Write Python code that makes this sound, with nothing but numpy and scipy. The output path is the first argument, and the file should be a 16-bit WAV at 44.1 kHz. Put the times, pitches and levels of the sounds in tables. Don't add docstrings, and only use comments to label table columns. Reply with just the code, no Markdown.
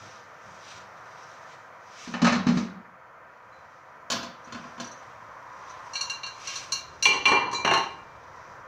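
import sys
import numpy as np
from scipy import signal
from scipy.fft import rfft, irfft, next_fast_len
from scipy.io import wavfile
from scipy.ndimage import map_coordinates

SR = 44100
rng = np.random.default_rng(int(sys.argv[2]) if len(sys.argv) > 2 else 0)


def transcribe(u):
    v = np.clip(np.atleast_2d(u).T, -1, 1)
    q = np.round(v * 32767).astype(np.int16)
    wavfile.write(sys.argv[1], SR, q)


N = 382347
HIT = 2 * SR // 3

# (frequency [Hz], relative level [dB], t60 before damping [s])
PANEL_MODES = [(94.8, -18.5, 0.98), (188.2, -6.5, 0.7), (206, 4.5, 0.071), (240.1, 6.5, 0.47),
               (252, -9, 0.11)]


def amp(db):
    return 10 ** (np.asarray(db) / 20)


def unit(x):
    return x / np.sqrt(np.mean(x ** 2) + 1e-20)


def early(x):
    return x / np.sqrt(np.mean(x[:SR // 50] ** 2) + 1e-20)


def along(points, hz):
    point_hz, values = np.transpose(points)
    return np.interp(np.log(hz + 1), np.log(point_hz + 1), values)


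def wobble(rate):
    return map_coordinates(rng.standard_normal(int(N * rate / SR) + 4), [np.arange(N) * rate / SR])


def filtered(x, response):
    size = next_fast_len(len(x) + SR // 4)
    return irfft(rfft(x, size) * response(np.fft.rfftfreq(size, 1 / SR)), size)[:len(x)]


def noise(spectrum, size):
    return unit(filtered(rng.standard_normal(size), lambda hz: amp(along(spectrum, hz))))


def modal(spectrum, depth_db, width_hz):
    hz = np.linspace(0, SR / 2, 4096)
    peaks = map_coordinates(rng.standard_normal(4096), [hz / width_hz], mode="wrap")
    return np.column_stack([hz, along(spectrum, hz) + depth_db * peaks * hz / (hz + 400)])


def patchy(x, depth_db, patch_hz, patch_s):
    hz, t, spectra = signal.stft(x, SR, nperseg=512)
    spots = np.meshgrid(hz / patch_hz, t / patch_s, indexing="ij")
    field = map_coordinates(rng.standard_normal((64, 256)), spots, order=1, mode="wrap")
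    return unit(signal.istft(spectra * amp(depth_db * field), SR, nperseg=512)[1][:N])


def ring(modes, damping, waver, direct_db=3):
    out, t = np.zeros(HIT), np.arange(HIT) / SR
    knots = np.linspace(0, t[-1], 32)
    depth = .7 * np.tanh(waver / .7) * (1 - np.exp(-knots / .02))
    for hz, db, t60 in modes:
        swell, phase = depth * rng.standard_normal((2, len(knots)))
        decay = np.exp(-np.log(1000) * t * damping / t60)
        level = np.interp(t, knots, 1 + swell) * amp(db + rng.normal(0, 1.2)) * decay
        out += level * np.sin(2 * np.pi * hz * t + np.interp(t, knots, phase))
    return early(out * amp(direct_db * np.exp(-t / 0.025)))


def clatter(spectrum, damping, crack):
    # (frequency [Hz], t60 before damping [s])
    kitchen_decay = [(100, 0.36), (300, 0.56), (1000, 0.44), (3000, 0.41), (6000, 0.31), (9000, 0.16),
                     (15000, 0.43)]
    hz, t, spectra = signal.stft(noise(spectrum, HIT), SR, nperseg=256)
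    decay = amp(-60 * t * damping / along(kitchen_decay, hz)[:, None])
    tail = signal.istft(spectra * decay, SR, nperseg=256)[1][:HIT]
    return early(tail * (1 + crack * np.exp(-np.arange(HIT) / SR / 0.0092)))


def strikes(rows, sound, low_hz, high_hz, attack_s, swell_s, brighten=0.37):
    out, t = np.zeros(N + HIT), np.arange(HIT) / SR
    hz = np.fft.rfftfreq(2 * HIT, 1 / SR)
    below_low, below_high = 1 / (1 + (hz / [[low_hz], [high_hz]]) ** 12)
    crossover = [below_low, below_high - below_low, 1 - below_high]
    rise = 1 - np.exp(-t / np.array([[swell_s], [attack_s], [attack_s]]))
    top = np.clip((hz - 6500) / 6000, 0, 1)
    for s, *levels in rows:
        hardness = amp(brighten * (levels[-1] + 34) * top)
        bands = irfft(rfft(sound(), 2 * HIT) * hardness * crossover)[:, :HIT] * rise
        out[round(s * SR):][:HIT] += sum(amp(db) * early(band) for db, band in zip(levels, bands))
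    return out[:N]


def pings(rows, modes, waver, attack_s):
    out, t = np.zeros(N + HIT), np.arange(HIT) / SR
    rise = 1 - np.exp(-t / attack_s)
    for s, db in rows:
        out[round(s * SR):][:HIT] += amp(db) * ring(modes, damping=0.93, waver=waver) * rise
    return out[:N]


def room_tone():
    # (time [s], level [dB])
    drift = [(0, -48), (1.45, -46.5), (1.85, -48.5), (2.45, -44), (2.95, -51), (3.7, -50.5), (4.7, -47),
             (6.3, -48), (6.95, -50), (8.1, -50.5), (8.67, -47.5)]
    # (frequency [Hz], relative level [dB])
    rush_colour = [(20, -42), (55, -41), (85, -13.5), (125, -8), (190, -13), (260, -15.5), (420, -14.5),
                   (540, -4), (740, -6), (900, -6.5), (1000, -2.5), (1260, -2.5), (1380, -4.5),
                   (1750, -7.5), (2000, -10.5), (2700, -23.5), (3500, -32.5), (6800, -36.5), (7900, -49),
                   (15500, -46.5)]
    drift_db = np.interp(np.arange(N) / SR, *np.transpose(drift))
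    return amp(drift_db + 0.4 * wobble(5.8)) * noise(modal(rush_colour, depth_db=3, width_hz=38), N)


def traffic():
    # (time when nearest [s], tyre level [dB], rumble level [dB])
    passes = [(1.3, -59, -82), (5.85, -45, -64.5), (7.3, -64, -51.5), (8.6, -51.5, -60)]
    # (frequency [Hz], relative level [dB])
    tyre_colour = [(300, -57), (750, -19.5), (1020, 0), (1250, -12.5), (2000, -19.5), (4000, -61.5)]
    # (frequency [Hz], relative level [dB])
    rumble_colour = [(20, -17), (45, -16), (70, -4.5), (130, -4.5), (250, -15), (600, -8.5), (2000, -68)]
    road_distance_m, speed_m_per_s = 7.2, 16.6
    nearest_s, tyre_db, rumble_db = np.transpose(passes)[:, :, None]
    along_road_m = speed_m_per_s * (np.arange(N) / SR - nearest_s)
    nearness = road_distance_m / np.hypot(road_distance_m, along_road_m)
    heard = lambda db: np.linalg.norm(amp(db) * nearness, axis=0)
    return heard(tyre_db) * noise(tyre_colour, N) + heard(rumble_db) * noise(rumble_colour, N)


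def sleeves():
    # (frequency [Hz], relative level [dB])
    cloth_colour = [(1180, -14.5), (2000, -3.5), (2200, 2.5), (3610, -1.5), (4180, -1.5), (4510, -4.5),
                    (5990, 1.5), (9510, -27), (15500, -38)]
    # (peak time [s], level [dB], swell time [s])
    brushes = [(.06, -53, 0.24), (.56, -58, 0.32), (.71, -47.5, 0.12), (1.26, -57.5, 0.52),
               (1.52, -56.5, 0.055), (2.04, -46.5, 0.16), (2.58, -49, 0.11), (3.7, -69.5, 0.55),
               (4.62, -58, 0.33), (5.03, -61, 0.26), (5.71, -59, 0.051), (5.92, -57.5, 0.75),
               (6.54, -39, 0.16), (6.9, -59, 0.36), (7.85, -59.5, 0.24), (8.37, -63.5, 0.56)]
    rise_db, fall_db = 13.5, 12.5
    roundness = 1.43
    t, power = np.arange(N) / SR, np.zeros(N)
    for s, db, swell_s in brushes:
        drop_db = np.where(t < s, rise_db, fall_db) * np.abs((t - s) / swell_s) ** roundness
        power += amp(db - np.minimum(drop_db, 100)) ** 2
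    hiss = noise(modal(cloth_colour, depth_db=2.6, width_hz=60), N)
    rustle = patchy(hiss, depth_db=1.8, patch_hz=1400, patch_s=.09)
    return np.sqrt(power) * amp(0.74 * wobble(60)) * rustle


def door():
    # (time [s], level [dB])
    thuds = [(.005, -49.5), (.45, -53.5), (.74, -55)]
    # (frequency [Hz], relative level [dB])
    door_colour = [(40, -32), (100, 5), (140, -8), (190, -1.5), (260, -18), (370, -10), (700, -36),
                   (3000, -70)]
    out, t = np.zeros(N + HIT), np.arange(HIT) / SR
    rise = 1 - np.exp(-t / 0.015)
    for s, db in thuds:
        out[round(s * SR):][:HIT] += amp(db) * clatter(door_colour, damping=0.76, crack=0) * rise
    return out[:N]


def roller_ring():
    # (time [s], panel boom [dB], clatter [dB], edge [dB])
    contacts = [(4.101, -46.5, -33, -30), (4.117, -40.5, -32.5, -30), (4.229, -45, -40.5, -43),
                (4.471, -52, -50, -64), (4.522, -46, -41.5, -45.5), (4.547, -42, -43.5, -51),
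                (4.639, -47.5, -46, -66), (4.778, -47, -46, -58), (4.799, -41.5, -38.5, -41)]
    # (frequency [Hz], relative level [dB])
    plastic_colour = [(35, -48), (60, -13), (179, 0), (231, 2), (413, -11.5), (509, -4), (931, -9),
                      (1020, 3), (1150, -6), (1630, -5), (2010, -9.5), (4030, -16.5), (5980, -16),
                      (8470, -34.5), (15500, -51)]
    # (frequency [Hz], relative level [dB], t60 before damping [s])
    roller_modes = [(671, -4, 0.51), (1050, 3, 0.18), (2440, -8, 0.21), (2550, -6.5, 0.28),
                    (3130, -7, 0.32), (3500, -4, 0.17), (4270, -2, 0.18), (4420, -13, 0.38),
                    (4670, -26, 0.25), (6070, -1, 0.076), (6870, -2.5, 0.09)]
    # (time [s], level [dB])
    tinkles = [(4.4443, -54.5), (4.8044, -45), (4.8446, -42.5), (4.8719, -45.5), (4.9143, -46.5),
               (4.975, -56), (5.6964, -50)]
    # (frequency [Hz], relative level [dB], t60 before damping [s])
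    wheel_modes = [(4054, -10, 0.19), (4360, -15, .22), (5670, -1, 0.058), (5800, 6.5, 0.038),
                   (5960, 2, 0.15), (6300, -9, 0.25), (6500, -7, 0.2), (7050, -16, 0.1), (8000, -24, 0.16),
                   (10000, -26, 0.15)]
    plastic = modal(plastic_colour, depth_db=4, width_hz=37)

    def clack():
        tone = amp(-6.5) * ring(roller_modes, damping=1.5, waver=0.69, direct_db=-1)
        snap = clatter(plastic, damping=0.9, crack=0.48)
        floor = amp(-4) * ring(PANEL_MODES, damping=1.86, waver=0.31, direct_db=-0.5)
        return tone + snap + floor

    clacks = strikes(contacts, clack, low_hz=405, high_hz=3060, attack_s=0.0012, swell_s=0.005)
    return clacks + pings(tinkles, wheel_modes, waver=1, attack_s=0.00099)


def oven_bumps():
    # (time [s], panel boom [dB], clatter [dB], edge [dB])
    contacts = [(2.074, -38.5, -45.5, -50.5), (2.137, -33, -32, -45.5), (2.217, -29, -31, -36),
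                (2.224, -17, -33.5, -53), (2.245, -39, -22.5, -32), (2.267, -25, -21, -32),
                (2.321, -28, -28.5, -36.5), (2.35, -31, -35, -43.5), (2.393, -33, -52, -65),
                (2.467, -19.5, -32, -40), (2.484, -31, -35, -43), (2.57, -22.5, -35.5, -41)]
    # (frequency [Hz], relative level [dB])
    cavity_colour = [(18, -58), (30, -15), (53, -44), (92, -37), (144, -34), (173, 1), (237, -4),
                     (292, -18), (399, -17.5), (945, -16), (1080, -15), (3320, -25.5), (4090, -25.5),
                     (6720, -29), (15500, -99)]
    # (frequency [Hz], relative level [dB], t60 before damping [s])
    rattle_modes = [(602, -3, 0.36), (801, -1, 0.38), (1055, -1.5, 0.27), (1270, 2, 0.31), (1370, -5, 0.4),
                    (1760, -1.5, 0.21), (2380, -2, 0.22), (2660, -8, 0.2), (2990, -9, 0.51),
                    (4240, -6, 0.35), (4060, -10, 0.28), (4500, -20, 0.3), (6050, -12, .25),
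                    (9600, -33, 0.23), (11100, -39, 0.21)]
    cavity = modal(cavity_colour, depth_db=3, width_hz=45)

    def bump():
        boom = ring(PANEL_MODES, damping=1.4, waver=0.16, direct_db=5.5)
        rattle = amp(-9.5) * ring(rattle_modes, damping=1.35, waver=1, direct_db=1.5)
        return boom + rattle + amp(-2.5) * clatter(cavity, damping=0.92, crack=0.73)

    return strikes(contacts, bump, low_hz=430, high_hz=3250, attack_s=0.0018, swell_s=0.0043,
                   brighten=.15)


def plate_in_hand():
    # (time [s], body [dB], ring [dB], edge [dB])
    contacts = [(5.934, -47, -47, -41), (5.954, -51, -31.5, -38.5), (6.009, -44, -34, -31.5),
                (6.098, -41, -32.5, -36), (6.233, -50, -35, -46), (6.263, -47.5, -41, -44),
                (6.472, -43.5, -39.5, -35), (6.557, -45.5, -43, -36), (6.721, -39.5, -34, -27),
                (6.754, -52, -34, -49), (7.025, -46, -28, -25.5)]
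    # (frequency [Hz], relative level [dB])
    rim_colour = [(290, -35), (500, -12), (863, -21), (1070, 6), (1620, -7), (2010, -25), (2360, -5.5),
                  (2570, -36), (2760, -8), (3480, -22), (4190, 5.5), (4910, -14), (5920, 5.5), (7450, -15),
                  (15500, -39)]
    # (frequency [Hz], relative level [dB], t60 before damping [s])
    gripped_modes = [(1096, 9, 0.23), (1610, 1, 0.32), (2350, -10, 0.47), (2778, 3, .29), (4080, -9, 0.24),
                     (4100, 4, 0.32), (4360, 6, 0.21), (5795, 7.5, .2), (5960, -14, 0.12), (6140, -2, .25),
                     (6800, -9, 0.44), (6980, -9, 0.3), (8000, -13, .22), (9300, -22, .25),
                     (10800, -18, .2)]
    rim = modal(rim_colour, depth_db=3, width_hz=45)

    def clink():
        glass = ring(gripped_modes, damping=1, waver=1, direct_db=3.5)
        return glass + amp(-3.5) * clatter(rim, damping=0.94, crack=0.89)

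    return strikes(contacts, clink, low_hz=1920, high_hz=3960, attack_s=0.00096, swell_s=.003)


def plate_ringing():
    # (time [s], body [dB], ring [dB], edge [dB])
    contacts = [(7.054, -25, -15.5, -26), (7.085, -32, -52, -38.5), (7.13, -30, -28.5, -41),
                (7.255, -25, -17, -32), (7.279, -23.5, -56, -32.5), (7.317, -20.5, -24.5, -41),
                (7.514, -54, -50, -46), (7.529, -30.5, -46, -37.5)]
    # (frequency [Hz], relative level [dB])
    surface_colour = [(35, -61.5), (60, -31), (370, -18), (640, -21.5), (1050, -4.5), (1420, -25),
                      (2100, -12), (2360, -13.5), (2530, -32), (2800, -4.5), (3250, -14.5), (3670, -27),
                      (4150, -5), (5200, -27), (6000, -11.5), (7500, -32.5), (11000, -47), (15500, -63)]
    # (frequency [Hz], relative level [dB], t60 before damping [s])
    glass_modes = [(386, -18.5, 1), (442, -18, 0.71), (845, -14.5, 0.68), (949, -13, 0.98), (1071, 1, 0.33),
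                   (2260, -14, 0.39), (2361, 5, 0.63), (2760, 0, 0.53), (2780, 1, 0.35), (2780, -14, 0.28),
                   (3370, -3, 0.089), (4050, -10, 0.62), (4205, -3.5, 0.54), (4310, -2, 0.094),
                   (5840, -6, 0.38), (6030, -16, 0.81), (6215, -22, .43), (6640, -25, .36),
                   (6900, -24, 0.68), (7800, -23, 0.37), (8000, -18.5, 0.28), (9470, -24.5, 0.26),
                   (10870, -23, .16), (11400, -30, 0.29)]
    # (time [s], level [dB])
    touches = [(3.5235, -64), (7.5457, -28.5)]
    # (frequency [Hz], relative level [dB], t60 before damping [s])
    free_modes = [(2357, -1, 1), (4030, 0.5, 0.35), (4150, -20, .25), (5670, -22, 0.26), (6000, -21, 0.83),
                  (6740, -14, 0.36)]
    surface = modal(surface_colour, depth_db=5.5, width_hz=30)

    def blow():
        glass = ring(glass_modes, damping=1.23, waver=1, direct_db=-0.5)
        return glass + amp(-3) * clatter(surface, damping=0.66, crack=1.12)

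    blows = strikes(contacts, blow, low_hz=1890, high_hz=3820, attack_s=0.00035, swell_s=0.0018)
    return blows + pings(touches, free_modes, waver=0.51, attack_s=0.0022)


def plate_landing():
    # (time [s], thud [dB], clatter [dB], edge [dB])
    contacts = [(7.648, -29, -23.5, -33.5), (7.676, -45, -25.5, -39.5), (7.711, -28, -21.5, -37),
                (7.736, -40, -23, -30.5), (7.774, -44, -31, -36.5), (7.834, -60, -38, -49.5)]
    # (frequency [Hz], relative level [dB])
    support_colour = [(59, -42), (100, -12), (293, -11.5), (362, -7), (614, -15.5), (917, -4), (1210, -11),
                      (2520, -20), (2870, -9.5), (3460, -29.5), (4190, -9), (4750, -37), (5870, -19.5),
                      (7410, -35.5), (15500, -59)]
    # (frequency [Hz], relative level [dB], t60 before damping [s])
    flat_modes = [(381, -10, .51), (426, -14, 0.77), (678, -2, .35), (797, -8, 0.58), (915, -0.5, 0.76),
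                  (1010, -9, .41), (1080, 0.5, 0.48), (1520, -7, .27), (1665, -2, .22), (1763, -6, 0.29),
                  (2160, -11, 0.24), (2358, -9, .49), (2815, -0.5, 0.46), (2784, 0, 0.4), (4010, -11, 0.51),
                  (4180, -7, 0.27), (4345, -14, 0.22), (5780, -6.5, 0.26), (6300, -12, 0.26)]
    support = modal(support_colour, depth_db=3, width_hz=35)

    def knock():
        glass = amp(-2) * ring(flat_modes, damping=1.1, waver=1, direct_db=0)
        return glass + clatter(support, damping=0.95, crack=1)

    return strikes(contacts, knock, low_hz=713, high_hz=3450, attack_s=0.00054, swell_s=0.00091,
                   brighten=0.55)


def scene():
    bed = room_tone() + traffic()
    handling = sleeves() + door() + roller_ring()
    plate = oven_bumps() + plate_in_hand() + plate_ringing() + plate_landing()
    return (bed + handling + plate)[None]


def record(dry):
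    return np.array([filtered(x, lambda hz: hz < 15650) for x in dry])


dry = scene()
out = record(dry)
transcribe(out)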